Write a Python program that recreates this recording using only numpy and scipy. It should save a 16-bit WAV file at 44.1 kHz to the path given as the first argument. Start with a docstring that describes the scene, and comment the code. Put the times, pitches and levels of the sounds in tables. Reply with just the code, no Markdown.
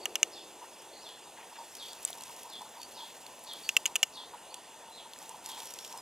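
"""Sharp plastic snaps come in quick runs as a dial or button clicks on a small camera, close to a log
in a garden. Each snap makes the housing ring, and the housing ticks and creaks under the fingers.
Sparrows chirp and whistle some way off, their sliding notes echoing among walls. Behind it all a low
drone fades away and a breathy band of noise throbs under the microphone's hiss."""
import sys
import numpy as np
from scipy import signal
from scipy.fft import rfft, irfft, next_fast_len
from scipy.io import wavfile
from scipy.ndimage import uniform_filter1d, map_coordinates

SR = 44100
rng = np.random.default_rng(int(sys.argv[2]) if len(sys.argv) > 2 else 0)


def wrap_up_sound(samples):
    """Save the sound to the file named by the first command line argument, as 16-bit audio."""
    columns = np.atleast_2d(samples).T
    # keep every value between -1 and 1, then stretch to whole-number steps
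    tamed = np.clip(columns, -1, 1)
    steps = np.round(tamed * 32767).astype(np.int16)
    wavfile.write(sys.argv[1], SR, steps)


N = 265041

# Snaps and their rebounds. Each row: start in seconds, body level in dB, extra dB for the dull ring,
# body pitch in Hz, bright pitch in Hz, bright level in dB, level of the highest (airy) ring in dB.
SNAPS = [(0.0556, -21.5, 6, 2857, 6916, -20.5, -23.5), (0.058, -26, 9.5, 2970, 5740, -32, -38),
         (0.1554, -18.5, 2.5, 2949, 6754, -21, -18), (0.156, -31, 1, 2935, 5720, -21.5, -39.5),
         (.1590, -27, 6, 2740, 5996, -41.5, -44), (0.2302, -11.5, 1.5, 2864, 6750, -6, -35.5),
         (0.232, -22.5, 1, 2915, 6330, -33.5, -26), (2.0504, -36.5, 7.5, 3350, 8296, -11.5, -26),
         (3.69, -23, -0.5, 2975, 6770, -19.5, -22), (3.6914, -13.5, -4.5, 2772, 6650, -26.5, -36.5),
         (3.6966, -43.5, -0.5, 2920, 6660, -37, -53), (3.7663, -40.5, -2, 2830, 7240, -16.5, -24.5),
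         (3.7670, -7, -4, 2724, 5137, -23, -19.5), (3.7714, -27, 7.5, 2960, 6885, -20, -22.5),
         (3.8562, -16, 0, 2925, 7160, -20, -23), (3.8609, -22, 1, 2906, 7013, -13, -23),
         (3.9562, -15.5, -1, 2866, 7710, -16.5, -21), (3.9610, -17.5, 3.5, 2930, 6690, -15.5, -20),
         (4.0296, -11.5, 3.5, 2967, 7144, -12, -21), (4.0321, -15, 0, 2882, 5785, -19, -33.5),
         (4.036, -22.5, -6.5, 2937, 7121, -21, -24)]
# Modes, the tones the housing rings at. Each row: pitch as a multiple of the body pitch, level in dB,
# seconds to fade by 60 dB, seconds to rise.
BODY_MODES = [(0.79, -12.5, 0.00915, 0.000965), (0.89, -4.5, 0.00602, 0.00063),
              (0.983, -3, 0.0088, 0.00054), (0.998, -15.5, 0.0219, 0.00109),
              (1.13, -15.5, 0.0111, 0.000197)]
# Its lowest and highest modes. Each row: as above, but with the pitch in Hz.
DULL_MODES = [(413, -11.5, 0.0183, 0.00085), (517, -6.5, 0.0165, 0.000675), (742, -6, 0.0173, 0.00058),
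              (986, -7.5, 0.0111, 0.00052), (1249, -3.5, 0.0175, 0.0008), (1536, -13, 0.0099, 0.00102),
              (1776, 1, 0.0144, 0.00072)]
AIR_MODES = [(10720, -5, 0.0054, 0.00013), (12010, -7.5, 0.0063, 0.00003), (13620, -13.5, 0.004, 0.000127),
             (14440, -9, 0.007, 0.000168)]
# Small dull knocks. Each row: start in seconds, pitch in Hz, peak level in dB.
KNOCKS = [(2.077, 3600, -41.5), (2.101, 716, -39), (2.13, 3457, -30), (2.358, 2700, -44.5),
          (4.336, 953, -40.5), (5.1345, 3600, -36), (5.161, 1887, -42.5), (5.231, 950, -49.5),
          (5.8456, 3330, -43.5)]
# The louder ticks. Each row: start in seconds, peak level in dB, bright pitch in Hz,
# level of the low part in dB relative to that peak.
TICKS = [(1.7507, -37, 6200, -8), (1.931, -36.5, 7787, -3), (2.076, -40, 7240, -1.5),
         (2.103, -33.5, 9270, -15), (2.1292, -38.5, 6086, -8.5), (2.2352, -31, 6900, -9.5),
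         (2.4314, -40, 7600, -14.5), (2.6164, -39.5, 6402, -14), (2.816, -38, 6355, 0),
         (2.831, -37, 6422, -2), (3.264, -39, 6800, 1.5), (3.4378, -42, 9365, -14.5),
         (3.5332, -34, 10050, -24), (4.5419, -29, 7800, -3.5), (5.134, -44, 7254, 3.5),
         (5.1872, -38.5, 6223, -17), (5.226, -38, 7584, -25), (5.2925, -30.5, 8400, -23),
         (5.4596, -31, 7140, -3), (5.4977, -39.5, 7645, -16.5), (5.6021, -33, 6420, -0.5),
         (5.655, -34, 7640, -11), (5.671, -34.5, 6934, -5.5), (5.737, -33.5, 6189, -23.5),
         (5.7872, -34, 6500, 0.5), (5.8468, -34.5, 6450, 0), (5.876, -38.5, 6360, -22),
         (5.9251, -34.5, 6020, -6.5), (5.9743, -36, 6927, -10.5)]
# Fingertip scuffs. Each row: start in seconds, length in seconds, level in dB, upper edge in Hz.
SCUFFS = [(0.612, 0.024, -75, 1500), (1.365, 0.108, -51.5, 3130), (1.553, 0.0397, -50, 3200),
          (2.079, 0.044, -44.5, 13010), (3.862, 0.033, -42.5, 9000), (4.32, 0.026, -65.5, 1500),
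          (5.443, 0.08, -63.5, 9010), (5.559, 0.118, -47, 9300)]
# How strongly the fingers shift. Each row: time in seconds, level in dB.
GRIP = [(0, -58), (1.3, -59), (1.72, -57), (1.77, -53.5), (2.0, -54.5), (2.4, -54), (2.5, -58), (3.16, -56),
        (3.38, -58), (3.65, -54), (3.85, -57.5), (4.5, -60), (5.08, -60), (5.2, -55.5), (5.42, -58),
        (5.47, -51.5), (5.66, -53.5), (6.01, -56)]
# Sparrow chirps: a high raspy onset, a quick drop to a "knee", then a slow slide. Each row: start in
# seconds, onset pitch, knee pitch and end pitch in Hz, level in dB, dB taken off the onset.
CHIRPS = [(.315, 4883, 3756, 3050, -57.5, -0.5), (1.013, 5080, 3622, 3100, -57, 5),
          (1.764, 4880, 3700, 3095, -57, 1.5), (2.48, 4970, 3694, 3201, -55.5, 2.5),
          (2.939, 4895, 3767, 3100, -55.5, 0.5), (3.455, 4890, 3634, 3040, -55.5, 0),
          (4.125, 4878, 3800, 3135, -56, -2.5), (4.915, 4070, 4190, 2893, -60, -3),
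          (5.45, 4815, 3595, 3050, -56, 5)]
# Thin clear whistles. Each row: as for a chirp, with the length in seconds after the start.
WHISTLES = [(5.655, 0.29, 5660, 5584, 5540, -56, -5), (5.965, 0.0418, 5290, 5270, 4910, -58.5, -1)]
# A second sparrow's burry cheeps, and faint far twitters.
# Each row: start and length in seconds, first and last pitch in Hz, level in dB.
CHEEPS = [(0, 0.075, 4530, 4437, -55), (.905, 0.125, 4455, 4518, -59.5), (.92, 0.088, 4155, 4140, -60),
          (1.86, 0.076, 4560, 4520, -56), (2.775, 0.087, 4510, 4550, -56.5), (2.83, 0.041, 4800, 4910, -61),
          (3.632, 0.055, 4556, 4480, -50.5), (4.475, 0.062, 4140, 4230, -61),
          (4.5, 0.087, 4560, 4560, -57.5)]
TWITTERS = [(.7, 0.026, 5300, 4690, -65), (.735, 0.016, 5600, 4850, -58.5), (.78, .03, 5800, 4855, -60.5),
            (1.18, 0.022, 5250, 5070, -63.5), (1.22, 0.026, 4800, 4580, -62),
            (1.27, 0.019, 3780, 3606, -64.5), (1.52, 0.03, 5000, 4190, -62.5),
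            (1.57, 0.0286, 5400, 4510, -57.5)]
# The pitches a bird's voice carries best: centre in Hz, width in Hz, boost in dB.
THROAT = (3370, 456, 5.2)
# The echo among the walls. Each row: frequency in Hz, seconds to fade by 60 dB.
WALL_DECAY = [(2500, 0.17), (4000, 0.575), (6000, 0.688)]
# Dense echoes from the nearest walls: seconds they last, then the step down in dB.
NEAR_WALLS = (0.115, -12)
# Swells of the breathy band. Each row: start in seconds, length in seconds, level in dB.
THROBS = [(0.616, 0.0288, -49), (1.384, 0.026, -54), (1.515, 0.0218, -51), (1.583, 0.0487, -51),
          (2.151, 0.0875, -58), (2.27, 0.0435, -55.5), (2.356, 0.029, -58), (2.449, 0.0337, -51.5),
          (2.491, 0.024, -51.5), (2.609, 0.0226, -46.5), (2.651, 0.0223, -51), (2.754, 0.0545, -54),
          (2.955, 0.0898, -53.5), (3.279, 0.061, -57), (3.455, 0.0384, -55.5), (3.738, 0.029, -58),
          (3.862, 0.072, -57.5), (4.159, 0.0837, -57.5), (4.331, 0.0274, -48.5), (4.517, 0.03, -60),
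          (4.549, 0.043, -61.5), (4.817, 0.0325, -57.5), (4.879, 0.0326, -60), (5.051, 0.0145, -50.5),
          (5.197, 0.036, -61), (5.306, 0.0144, -55), (5.338, 0.0194, -50), (5.464, 0.1655, -55),
          (5.896, 0.1024, -53.5)]
# The drone's tones. Each entry: pitch in Hz.
DRONE_HZ = [318.6, 351.6, 364.9, 401.8, 423.2]
# The hum's tones. Each row: pitch in Hz, level in dB.
HUM_TONES = [(72, -83.5), (242, -74.5)]
# The tone colour of the hiss. Each row: frequency in Hz, relative level in dB.
HISS_SHAPE = [(15, -60.5), (25, -27), (177, -8), (457, -0.5), (746, 1), (927, -1), (1150, -6.5),
              (2200, -13), (4500, -13), (5570, -17.5), (9500, -15.5), (12000, -18), (15000, -21.5),
              (15700, -59), (16500, -67.5)]
# Faint steady bands, perhaps the camera's own works. Each row: centre and width in Hz, dB over the hiss.
HISS_BANDS = [(1857, 71, 5.5), (2752, 421, 8), (3434, 161, 8.5), (5020, 158, 3), (6387, 730, 8.5),
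              (7525, 456, 9), (8680, 384, 8.5), (10583, 554, 7.5)]


def snaps():
    """Each snap strikes the housing: the bright modes speak at once, the body modes swell in after."""
    out, t = np.zeros(N), np.arange(SR // 30) / SR
    for start, body_db, dull_db, body_hz, hz, bright_db, air_db in SNAPS:
        bright_modes = [(hz, 0, .006, .0003), (0.9335 * hz, -3, .008, .0003),
                        (0.7872 * hz, -11, .006, .0003), (1.056 * hz, -8, .004, .0003),
                        (1.1466 * hz, -4, .005, .0003)]
        body_modes = [(ratio * body_hz, db, fade, rise) for ratio, db, fade, rise in BODY_MODES]
        crack = band(rng.standard_normal(len(t)), 1212, 8440)
        crack *= amp(-60 * t / 0.02246) * (1 - np.exp(-t / 0.00069))
        body = ring(body_modes, spread_db=1.5) + amp(dull_db - 19) * ring(DULL_MODES) + 0.383 * crack
        treble = amp(bright_db) * ring(bright_modes) + amp(air_db) * ring(AIR_MODES)
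        add(out, start, amp(body_db) * body + treble)
    return out


def ring(modes, spread_db=2):
    """One blow on the housing, scaled to a peak of 1: each mode rings at a new strength and phase."""
    t = np.arange(SR // 30) / SR
    blow = np.zeros(len(t))
    for hz, db, fade_s, rise_s in modes:
        shape = amp(db + spread_db * rng.normal() - 60 * t / fade_s) * (1 - np.exp(-t / rise_s)) ** 2
        blow += shape * np.sin(2 * np.pi * (hz * t + rng.random()))
    return blow / np.abs(blow).max()


def knocks():
    """Small dull knocks: two modes that die away in about a dozen vibrations."""
    out = np.zeros(N)
    for start, hz, db in KNOCKS:
        fade_s = 12.2 / hz
        add(out, start, amp(db) * ring([(hz, 0, fade_s, .0003), (1.182 * hz, -4, fade_s, .0003)]))
    return out


def ticks(faint_count=40):
    """Plastic slips with a brief crack in three bands; chance ticks crowd where the grip is strong."""
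    out, t = np.zeros(N), np.arange(SR // 50) / SR
    events = [(*row, -42) for row in TICKS]  # listed ticks share one airy level, in dB
    crowding = np.cumsum(amp(curve(GRIP)) ** 4)
    starts = np.searchsorted(crowding, crowding[-1] * rng.random(size=faint_count)) / SR
    for start in starts:
        level_luck, pitch_luck, low_luck = rng.standard_normal(3)
        db = np.interp(start, *np.transpose(GRIP)) + 10.5 - 3.5 * level_luck
        hz = 7240 * (1 + 0.16 * np.tanh(pitch_luck))
        events.append((start, db, hz, -7.5 + 4 * low_luck, db - 0.5))
    for start, db, hz, low_db, air_db in events:
        crack = rng.standard_normal((3, len(t))) * amp(-60 * t / 0.012) * (1 - np.exp(-t / 0.00142))
        parts = (band(crack[0], 2790, 4580), band(crack[1], 0.786 * hz, 1.264 * hz),
                 band(crack[2], 10240, 12600))
        low, bright, air = (part / np.abs(part).max() for part in parts)
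        add(out, start, amp(db) * (amp(low_db) * low + bright) + amp(air_db + 2.4 * rng.normal()) * air)
    return out


def scuffs():
    """A fingertip rubs the housing: rough noise that rises fast and fades slowly."""
    out = np.zeros(N)
    for start, length, db, top_hz in SCUFFS:
        progress = np.linspace(0, 1, round(length * SR))
        size = len(progress)
        rub = band(rng.standard_normal(size), 1400, top_hz) * amp(2.15 * wobble(189, size))
        add(out, start, amp(db) * unit(rub) * np.minimum(8 * progress, 1) * (1 - progress))
    return out


def creak(slips_per_s=300, steady_db=-59):
    """Many tiny slips under the fingers make a grainy hiss that follows the grip."""
    kicks = (rng.random(N) < slips_per_s / SR) * amp(np.minimum(4 * rng.exponential(size=N), 11))
    t = np.arange(SR // 40) / SR
    grain_power = np.abs(signal.fftconvolve(kicks, amp(-120 * t / 0.072))[:N])
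    slips = np.sqrt(grain_power + 0.25) * rng.standard_normal(N)
    treble = lambda f: (peak(f, 6110, 3300) + .5 * peak(f, 10480, 3400)) / (1 + (f / 15200) ** 40)
    high = unit(filtered(slips, treble))
    low = unit(filtered(slips, lambda f: peak(f, 3056, 3200)))
    excess_power = amp(2 * curve(GRIP)) - amp(2 * steady_db)  # what rises over the steady hiss
    return np.sqrt(np.maximum(excess_power, 0)) * (high + amp(-2.5) * low)


def sparrows():
    """Four kinds of call: raspy chirps, burry cheeps, far twitters and clear whistles."""
    chirps = [(start, .095, *rest) for start, *rest in CHIRPS]  # all the same length, in seconds
    glides = lambda rows: [(start, length, hz, hz, end, db, 0) for start, length, hz, end, db in rows]
    return (bird(chirps, knee_at=0.33, warble_hz=141.8, rasp_db=4.5, rasp_rate=400, echo_db=3.5,
                 upper_db=-9)
            + bird(glides(CHEEPS), knee_at=0.21, warble_hz=90, rasp_db=4, rasp_rate=200, echo_db=-7)
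            + bird(glides(TWITTERS), knee_at=0.103, warble_hz=262, rasp_db=3, rasp_rate=302, echo_db=-6.5)
            + bird(WHISTLES, knee_at=0.15, warble_hz=15, rasp_db=2.5, rasp_rate=50, echo_db=-6))


def bird(notes, knee_at, warble_hz, rasp_db, rasp_rate, echo_db, upper_db=-60):
    """A bird sings sliding tones, roughened by a fast warble and an uneven level; the walls echo them."""
    out = np.zeros(N)
    throat_hz, throat_width_hz, boost_db = THROAT
    for start, length, onset_hz, knee_hz, end_hz, db, onset_cut_db in notes:
        progress = np.linspace(0, 1, round(length * SR))
        size, drop_hz = len(progress), onset_hz - knee_hz
        onset = 1 / (1 + np.exp((progress - knee_at) / 0.04065))  # 1 in the onset, 0 after the drop
        slide = np.minimum((1 - progress) / (1 - knee_at), 1)
        hz = end_hz + (knee_hz - end_hz) * slide + drop_hz * onset
        hz += warble_hz * wobble(420.9, size)
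        hz += .5 * drop_hz * onset * wobble(1513, size)  # fast scatter blurs the onset
        shape = np.sqrt(2 * np.abs(np.sin(np.pi * progress)))
        shape *= amp(-onset_cut_db * onset + rasp_db * wobble(rasp_rate, size))
        shape *= amp(boost_db * np.exp(-((hz - throat_hz) / throat_width_hz) ** 2))
        # After a high onset, a burry second voice rides above the first.
        upper_hz = hz + 841 * (1 - onset) + 341.7 * wobble(900, size)
        note = shape * (tone(hz) + amp(upper_db) * (drop_hz > 0) * tone(upper_hz))
        add(out, start, amp(db) * note)
        add(out, start + .003, amp(db + echo_db) * wall_echo(note))
    return out


def wall_echo(sound):
    """Walls throw back a cluster of near echoes, then a quieter tail in which low pitches die first."""
    hz, t, spectrum = signal.stft(rng.standard_normal(SR // 2), SR, nperseg=256)
    near_s, drop_db = NEAR_WALLS
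    late = np.clip((t - near_s) / 0.025, 0, 1)
    decay = amp(-60 * t / along(WALL_DECAY, hz)[:, None] + drop_db * late)
    tail = signal.istft(spectrum * decay, SR, nperseg=256)[1]
    return signal.fftconvolve(sound, tail / np.linalg.norm(tail))


def hiss(level_db=-52.5):
    """Microphone hiss and far town noise, in soft patches, with faint steady bands."""
    spectrum = signal.stft(rng.standard_normal(N), nperseg=512)[2]
    patches = uniform_filter1d(uniform_filter1d(rng.standard_normal(spectrum.shape), 6, 0), 10, 1)
    noise = signal.istft(spectrum * amp(1.624 * unit(patches)), nperseg=512)[1][:N]
    band_power = lambda f: sum(np.abs(amp(db) * peak(f, hz, width)) ** 2 for hz, width, db in HISS_BANDS)
    colour = lambda f: amp(along(HISS_SHAPE, f)) * np.sqrt(1 + band_power(f))
    return amp(level_db) * unit(filtered(noise, colour))


def throb(rest_db=-62.5, growth_db_per_s=0.4136, edge_s=0.0101):
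    """A breathy band of noise flutters quietly, with short swells on top."""
    t = np.arange(N) / SR
    breath = unit(filtered(rng.standard_normal(N), lambda f: peak(f, 915.8, 198) ** 2))
    level = amp(rest_db + growth_db_per_s * t + 2 * wobble(16))
    for start, length, db in THROBS:
        level += amp(db) * np.clip(np.minimum(t - start, start + length - t) / edge_s + .5, 0, 1)
    return level * breath


def drone(start_db=-52, fade_db_per_s=12):
    """A low rough drone of wavering tones and noise, fading away."""
    t = np.arange(N) / SR
    tones = unit(sum(tone(hz + 1.54 * wobble(7.03), 2 * np.pi * rng.random()) for hz in DRONE_HZ))
    noise = unit(filtered(rng.standard_normal(N), lambda f: peak(f, 516, 367) ** 2))
    return amp(start_db - fade_db_per_s * t) * unit(tones + 1.32 * noise)


def hum():
    """Two very faint low tones whose levels waver a little."""
    t = np.arange(N) / SR
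    return sum(amp(db + 0.38 * wobble(2.36)) * np.sin(2 * np.pi * hz * t) for hz, db in HUM_TONES)


def amp(db):
    """Turn decibels into a number to multiply by."""
    return 10 ** (np.asarray(db) / 20)


def unit(x):
    """Scale a signal to an average power of 1."""
    return x / np.sqrt(np.mean(x ** 2) + 1e-20)


def tone(hz, phase=0):
    """A sine wave that follows a changing pitch."""
    return np.sin(2 * np.pi * np.cumsum(hz) / SR + phase)


def along(points, hz):
    """Read between (Hz, value) points on a log frequency scale."""
    f, values = np.transpose(points)
    return np.interp(np.log(hz + 1), np.log(f + 1), values)


def curve(rows):
    """Join (seconds, value) points into one value per sample."""
    return np.interp(np.arange(N) / SR, *np.transpose(rows))


def wobble(rate, size=N):
    """A smooth curve through `rate` random points a second."""
    return map_coordinates(rng.standard_normal(int(size * rate / SR) + 4), [np.arange(size) * rate / SR])


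def filtered(x, response):
    """Multiply each frequency f in x by response(f)."""
    size = next_fast_len(N + SR // 2)
    return irfft(rfft(x, size) * response(np.fft.rfftfreq(size, 1 / SR)), size)[..., :N]


def peak(f, hz, width_hz):
    """A resonance: it favours frequencies near hz."""
    return 1j * f * width_hz / (hz * hz - f * f + 1j * f * width_hz)


def band(x, low_hz, high_hz):
    """Keep mainly what lies between two frequencies."""
    return signal.sosfilt(signal.butter(2, [low_hz, high_hz], btype="band", fs=SR, output="sos"), x)


def add(track, start, sound):
    """Mix a sound in at `start` seconds."""
    part = track[round(start * SR):][:len(sound)]
    part += sound[:len(part)]


def spread(x, mono_hz):
    """Make two channels, the left one sample late; below mono_hz they agree."""
    lag = lambda f: np.pi * f / SR / (1 + (mono_hz / (f + 1)) ** 14)
    return filtered(x, lambda f: np.exp(1j * lag(f) * np.array([[-1], [1]])))


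def scene():
    """Mix the camera's noises, the birds and the background in stereo."""
    near = snaps() + knocks() + ticks() + scuffs()
    behind = creak() + sparrows() + hiss() + throb() + drone() + hum()
    low_colour = lambda f: amp(along(HISS_SHAPE, f)) / (1 + (f / 950) ** 16)
    low_hiss = amp(-89.5) * unit(filtered(rng.standard_normal(N), low_colour))
    side_hiss = low_hiss * [[1], [-1]]  # opposite in the two channels
    return spread(near, mono_hz=300) + spread(behind, mono_hz=2740) + side_hiss


def record(dry, top_hz=16800):
    """Give each channel a little treble grain that follows the level, then cut all above top_hz."""
    treble = lambda f: amp(-28) * (f / 8000) ** 1.62 / (1 + (f / 15200) ** 40)
    grain = filtered(np.abs(dry) * rng.standard_normal(dry.shape), treble)
    return filtered(dry + grain, lambda f: f < top_hz)


dry = scene()
out = record(dry)
wrap_up_sound(out)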